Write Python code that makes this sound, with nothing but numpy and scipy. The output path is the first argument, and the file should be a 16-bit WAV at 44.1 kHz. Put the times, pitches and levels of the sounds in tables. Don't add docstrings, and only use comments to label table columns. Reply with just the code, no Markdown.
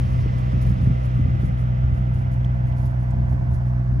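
import sys
import numpy as np
from scipy import signal
from scipy.fft import rfft, irfft
from scipy.io import wavfile
from scipy.ndimage import uniform_filter1d, map_coordinates

SR = 44100
rng = np.random.default_rng(int(sys.argv[2]) if len(sys.argv) > 2 else 0)


def generate_wav(sig):
    pcm = np.round(np.clip(np.atleast_2d(sig).T, -1, 1) * 32767).astype(np.int16)
    wavfile.write(sys.argv[1], SR, pcm)


N = 176400
T = np.arange(N) / SR
HZ = np.maximum(np.arange(N // 2 + 1) * SR / N, 1)
FIRING_HZ, CYLINDERS = 62.13, 6


def from_db(db):
    return 10 ** (np.asarray(db) / 20)


def unit_rms(x):
    return x / np.sqrt(np.mean(x ** 2) + 1e-20)


def in_time(points):
    return np.interp(T, *np.transpose(points))


def over_hz(points):
    hz, value = np.transpose(points)
    return np.interp(np.log(HZ), np.log(hz), value)


def drift(rate_hz):
    slow = irfft(rfft(rng.standard_normal(N)) / (1 + (HZ / rate_hz) ** 2), N)
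    return unit_rms(slow - slow.mean())


def colour(x, spectrum):
    return unit_rms(irfft(rfft(x) * from_db(over_hz(spectrum)), N))


def noise_pair(correlation):
    mid, side = rfft(rng.standard_normal((2, N)))
    correlation = np.clip(correlation, -.99, .99)
    return irfft(np.sqrt(1 + correlation) * mid + np.sqrt(1 - correlation) * side * [[1], [-1]], N)


def ports(x, left_db, left_lead_rad):
    gain, twist, _ = np.broadcast_arrays(from_db(left_db), np.exp(.5j * left_lead_rad), HZ)
    return irfft(rfft(x) * np.array([gain * twist, 1 / twist]) * np.sqrt(2 / (1 + gain ** 2)), N)


def engine_tones(cycles, orders, waver_db=.47):
    out = 0
    for order, level_db in orders:
        peak = np.sqrt(2) * from_db(level_db + waver_db * drift(2.5))
        out = out + peak * np.sin(2 * np.pi * order * cycles)
    return out


def throb(cycles, knock_depth, crank_depth):
    crank_rad = 4 * np.pi * cycles
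    return unit_rms(np.exp(knock_depth * np.cos(CYLINDERS * crank_rad) + crank_depth * np.cos(crank_rad)))


def exhaust_hum(cycles, left_lag_s=.00035):
    # cycle_order, level_db
    harmonics = [(4, -54.5), (6, -26), (8, -41.5), (10, -59.5), (12, -22), (14, -45), (18, -37),
                 (20, -62.5), (24, -46.5), (30, -53.5), (34, -56.5)]
    hum = engine_tones(cycles, harmonics)
    chug_db = drift(35)
    pan_db = .46 - .5 * T
    left, right = hum * from_db(chug_db + pan_db * [[.5], [-.5]])
    return np.array([np.interp(T - left_lag_s, T, left), right])


def clatter(cycles, repeat_share=.55):
    # freq_hz, gain_db
    spectrum = [(250, -2.5), (340, -2), (450, -15.5), (660, 6.5), (1000, -1), (1250, -20), (1650, -8),
                (2300, -25.5), (5000, -42)]
    # time_s, level_db
    envelope = [(0, -58), (.7, -59), (1.4, -58.5), (2.2, -51.5), (2.8, -45), (3.3, -43.5), (3.65, -46),
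                (4, -51.5)]
    # cycle_order, mean_level_db
    whine_orders = [(52, -54), (54, -53.5), (64, -54), (66, -51.5)]
    # freq_hz, left_minus_right_db
    balance = [(300, 1), (450, 1.5), (650, -6), (1000, -12), (1300, -5.5), (1650, -3.5), (2500, -5)]
    # freq_hz, left_lead_rad
    lead = [(300, -1), (450, 3.0), (650, 2), (950, 2), (1250, 0.5), (1600, 4), (2200, 1.5)]
    cycle_samples = int(SR * CYLINDERS / FIRING_HZ)
    fresh, pattern = rng.standard_normal((2, N))
    position = cycles % 1 * cycle_samples
    repeated = unit_rms(np.interp(position, np.arange(cycle_samples), pattern[:cycle_samples]))
    noise = np.sqrt(repeat_share) * repeated + np.sqrt(1 - repeat_share) * fresh
    knocks = colour(noise * throb(cycles, knock_depth=.5, crank_depth=.1), spectrum)
    level_db = in_time(envelope)
    whine = engine_tones(cycles, whine_orders) * from_db(.37 * (level_db - level_db.mean()))
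    return ports(knocks * from_db(level_db) + whine, over_hz(balance), over_hz(lead))


def fan_rush(cycles, rush_db=-37.5, tone_db=-56.5, tone_hz=2037, tone_width_hz=45):
    # freq_hz, gain_db
    spectrum = [(200, -14), (330, -3), (480, 7), (700, 2), (950, -0.5), (1150, -2), (1400, -5),
                (1750, -7.5), (2050, -11.5), (2500, -13), (3200, -17), (4100, -25.5), (5600, -27),
                (6800, -35.5), (10000, -46), (15000, -52)]
    # freq_hz, correlation
    likeness = [(200, 1), (500, 0.89), (1400, 0.93), (2600, 0.55), (3700, 0.93), (6000, 0.66), (12000, .6)]
    # time_s, gain_db
    shading = [(0, 0), (.6, -.3), (1.2, -2), (1.9, -5), (2.6, -8.5), (3.2, -12), (4, -16)]
    # centre_hz, weight
    bands = [(330, -.1), (470, 0.9), (700, 0.4), (1050, 0.5), (1700, 0.1), (2400, 0.7), (3400, .85),
             (4700, 2), (9000, 2.3)]
    # freq_hz, left_minus_right_db
    balance = [(350, 4.5), (600, -7.5), (950, -4), (1300, -6), (1650, -0.5), (1950, -2), (2700, -3.5),
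               (3500, 11), (4400, -1.5), (5800, 5), (8000, 5)]
    # freq_hz, left_lead_rad
    lead = [(200, -4.5), (400, -3), (850, -3.5), (1450, -3), (1900, -5), (2800, -7), (3600, -7),
            (4500, -5.5), (7000, -6.5)]
    air_bins = rfft(colour(noise_pair(over_hz(likeness)), spectrum))
    shade_db = in_time(shading)
    rush = 0
    for centre_hz, weight in bands:
        band = over_hz([(hz, float(hz == centre_hz)) for hz, _ in bands])
        rush = rush + irfft(air_bins * band, N) * from_db(rush_db + weight * shade_db)
    resonance = 1 / (1 + (2 * (HZ - tone_hz) / tone_width_hz) ** 2)
    tone = unit_rms(irfft(rfft(rng.standard_normal(N)) * resonance, N))
    rush += tone * from_db(tone_db + .38 * shade_db)
    rush *= throb(cycles, knock_depth=.053, crank_depth=.053)
    return ports(rush, over_hz(balance), over_hz(lead))


def turning(x, lead_s_per_s=.00004):
    left = map_coordinates(x[0], [(T + lead_s_per_s * T) * SR], mode="nearest")
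    return np.array([left, x[1]])


def hollow_sweep(x, width_oct=.17, crest_below_oct=.33, side_share=.45):
    # time_s, centre_hz, depth_db
    path = [(0, 830, 2.5), (.7, 880, 3.5), (1.3, 950, 6), (1.8, 1040, 3.5), (2.4, 1217, 4.5),
            (3.099, 1297, 4.5), (4, 1337, 4.5)]
    # time_s, height_db
    crest = [(0, -1), (1.8, 0.5), (2.6, 0.5), (3.3, 3), (4, 3.5)]
    hz, frame_s, bins = signal.stft([x[0] + x[1], x[0] - x[1]], SR, nperseg=2048)
    time_s, centre_hz, depth_db = np.transpose(path)
    octaves = np.log2(np.maximum(hz, 1)[:, None] / np.interp(frame_s, time_s, centre_hz))
    dip_db = np.interp(frame_s, time_s, depth_db) * np.exp(-(octaves / width_oct) ** 2)
    crest_shape = np.exp(-((octaves + crest_below_oct) / width_oct) ** 2)
    crest_db = np.interp(frame_s, *np.transpose(crest)) * crest_shape
    bins *= from_db([crest_db - dip_db, -side_share * dip_db])
    mid, side = signal.istft(bins, SR)[1][:, :N]
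    return np.array([mid + side, mid - side]) / 2


def steadied(x):
    power = uniform_filter1d(np.mean(x ** 2, axis=0), size=900)
    return x / np.sqrt(power + 1e-9)


def wind():
    # freq_hz, gain_db
    spectrum = [(15, -41.5), (32, -17), (48, 2.5), (65, 1.5), (95, 4), (140, -1.5), (210, -10), (290, -19),
                (420, -29), (700, -44.5), (3000, -110)]
    # time_s, level_db
    envelope = [(0, -25), (.45, -26.5), (.7, -25.5), (1.08, -28.5), (1.35, -26), (1.9, -27.5), (2.4, -29.5),
                (3, -29), (3.5, -28.5), (3.75, -34), (4, -22)]
    # centre_s, half_width_s, body_db, thud_db
    buffets = [(0.224, 0.06, -23, -45.5), (.266, .01, -29, -33), (0.57, 0.03, -30.5, -32),
               (0.7, 0.073, -22.5, -34.5), (0.791, 0.02, -21.5, -31), (0.88, 0.052, -21.5, -28),
               (1.204, 0.026, -32, -30), (1.27, 0.025, -18, -31), (1.36, 0.026, -30.5, -32.5),
               (1.454, 0.028, -24.5, -35.5), (1.74, 0.026, -27, -50), (1.945, 0.055, -23, -51),
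               (2.427, 0.023, -33, -35), (3.2, 0.037, -31, -31), (3.36, 0.05, -32, -36),
               (3.55, 0.06, -22, -46.5)]
    # freq_hz, gain_db
    body_spectrum = [(15, -34.5), (45, -6.5), (70, 11), (98, 6.5), (135, -3.5), (220, -12), (500, -71.5),
                     (3000, -120)]
    # freq_hz, gain_db
    thud_spectrum = [(20, -43.5), (80, -20), (160, 9), (230, 2.5), (330, -10.5), (480, -17), (900, -40),
                     (3000, -93.5)]
    out = colour(noise_pair(.74), spectrum) * from_db(in_time(envelope))
    body = steadied(colour(noise_pair(.93), body_spectrum))
    thud = steadied(colour(noise_pair(.93), thud_spectrum))
    for centre_s, half_width_s, body_db, thud_db in buffets:
        swell = np.exp(-((T - centre_s) / half_width_s) ** 2)
        out += swell * (from_db(body_db) * body + from_db(thud_db) * thud)
    return out


def grains(per_s=3000):
    return noise_pair(.33) * (rng.random(N) < per_s / SR)


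def rustles(attack_s=.007, release_s=.0083, tail_s=.073, tail_db=-7.5, clump_db=2):
    # start_s, length_s, level_db
    strokes = [(0, 0.22, -68.5), (0.377, 0.011, -61), (0.609, 0.047, -58.5), (0.656, 0.073, -69.5),
               (0.81, 0.059, -67.5), (1.028, 0.038, -65.5), (1.142, 0.074, -70.5), (1.394, 0.092, -65),
               (1.571, 0.047, -68), (1.933, 0.057, -68), (2.131, 0.082, -67.5), (2.31, 0.039, -65),
               (2.653, 0.053, -70), (2.759, 0.087, -67.5), (2.845, 0.025, -64), (2.892, 0.021, -76),
               (2.991, 0.054, -72), (3.29, 0.041, -67), (3.505, 0.052, -66.5), (3.652, 0.042, -73)]
    # freq_hz, gain_db
    treble = [(500, -30.5), (2000, -6.5), (4500, 3), (7000, 1), (8500, -7.5), (10200, 7), (12300, -10.5),
              (14300, 0.5), (15600, -5)]
    envelope = 0
    for start_s, length_s, level_db in strokes:
        rise = np.clip((T - start_s) / attack_s, 0, 1)
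        after_s = np.maximum(T - start_s - length_s, 0)
        fall = np.exp(-after_s / release_s) + from_db(tail_db) * np.exp(-after_s / tail_s)
        envelope = envelope + from_db(level_db) * rise * fall
    clumps = grains() * from_db(clump_db * drift(120))
    return envelope * colour(clumps, treble)


def brushing(flicker_db=2):
    # freq_hz, gain_db
    treble = [(2000, -24), (4200, -7), (4800, 1.5), (5800, 2), (6400, -5.5), (8300, -14), (10000, -4.5),
              (12300, -18.5), (14500, -14.5)]
    # time_s, level_db
    envelope = [(0, -62.5), (.3, -64), (.55, -67.5), (.9, -66.5), (1.4, -71.5), (2.2, -80), (3.6, -82),
                (3.8, -86)]
    return colour(grains(), treble) * from_db(in_time(envelope) + flicker_db * drift(15))


def hiss(level_db=-63.5):
    # freq_hz, gain_db
    spectrum = [(1000, 6.5), (3000, 2), (5500, 3.5), (7500, -5), (10500, -10), (15000, -25.5)]
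    return from_db(level_db) * colour(noise_pair(.1), spectrum)


def thumps(end_hz=75, sag_s=.016):
    # start_s, peak_db, start_hz, swell_s
    puffs = [(0.259, -21.5, 367, 0.0017), (.53, -19, 280, 0.007), (0.825, -15, 223, 0.01),
             (.871, -13, 189, .004), (0.897, -13.5, 228, .011), (1.191, -17.5, 304, 0.007),
             (1.208, -12.5, 110.3, .008), (1.433, -20.5, 280, 0.0036), (1.494, -21.5, 208, 0.013),
             (1.836, -13, 80, 0.013), (2.145, -18, 75, .012), (2.256, -17, 75, .01),
             (3.182, -33, 258, 0.008)]
    out = 0
    for start_s, peak_db, start_hz, swell_s in puffs:
        age_s = np.maximum(T - start_s, 0)
        cycles = end_hz * age_s + (start_hz - end_hz) * sag_s * (1 - np.exp(-age_s / sag_s))
        envelope = (age_s / swell_s * np.exp(1 - age_s / swell_s)) ** 2
        out = out + from_db(peak_db) * envelope * np.sin(2 * np.pi * (cycles + rng.random()))
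    return out


def ticks():
    # start_s, level_db, centre_hz, edge_to_centre_ratio, decay_s
    bursts = [(2.445, -47, 3220, 1.1, 0.0045), (2.448, -54.5, 4900, 1.43, .006),
              (2.721, -49.5, 2600, 1.4, .005), (3.107, -55, 6500, 1.5, 0.0068),
              (3.543, -57, 5500, 1.6, 0.0044), (3.734, -33.5, 900, 1.4, 0.0018),
              (1.975, -41.5, 950, 1.7, 0.0026), (2.86, -56, 11500, 1, .003)]
    out, white = 0, noise_pair(.5)
    for start_s, level_db, centre_hz, ratio, decay_s in bursts:
        ratio = max(ratio, 1.02)
        band = signal.butter(2, [centre_hz / ratio, centre_hz * ratio], "band", fs=SR, output="sos")
        burst = white * (T >= start_s) * np.exp(-np.abs(T - start_s) / decay_s) + 1e-18
        band_rms = signal.sosfilt(band, white).std()
        out = out + from_db(level_db) * signal.sosfilt(band, burst) / band_rms
    return out


def scene():
    cycle_hz = FIRING_HZ / CYLINDERS * (1 + .002 * drift(2.4))
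    cycles = np.cumsum(cycle_hz) / SR
    hum = exhaust_hum(cycles)
    wind_lag_s = .00032
    gusts = ports(wind() + thumps(), left_db=0, left_lead_rad=-2 * np.pi * HZ * wind_lag_s)
    air = hiss()
    machinery = hollow_sweep(clatter(cycles) + turning(fan_rush(cycles)))
    return hum + machinery + gusts + air + rustles() + brushing() + ticks()


def record(dry, cutoff_hz=15600):
    return signal.sosfilt(signal.ellip(10, .1, 80, cutoff_hz, fs=SR, output="sos"), dry)


dry = scene()
out = record(dry)
generate_wav(out)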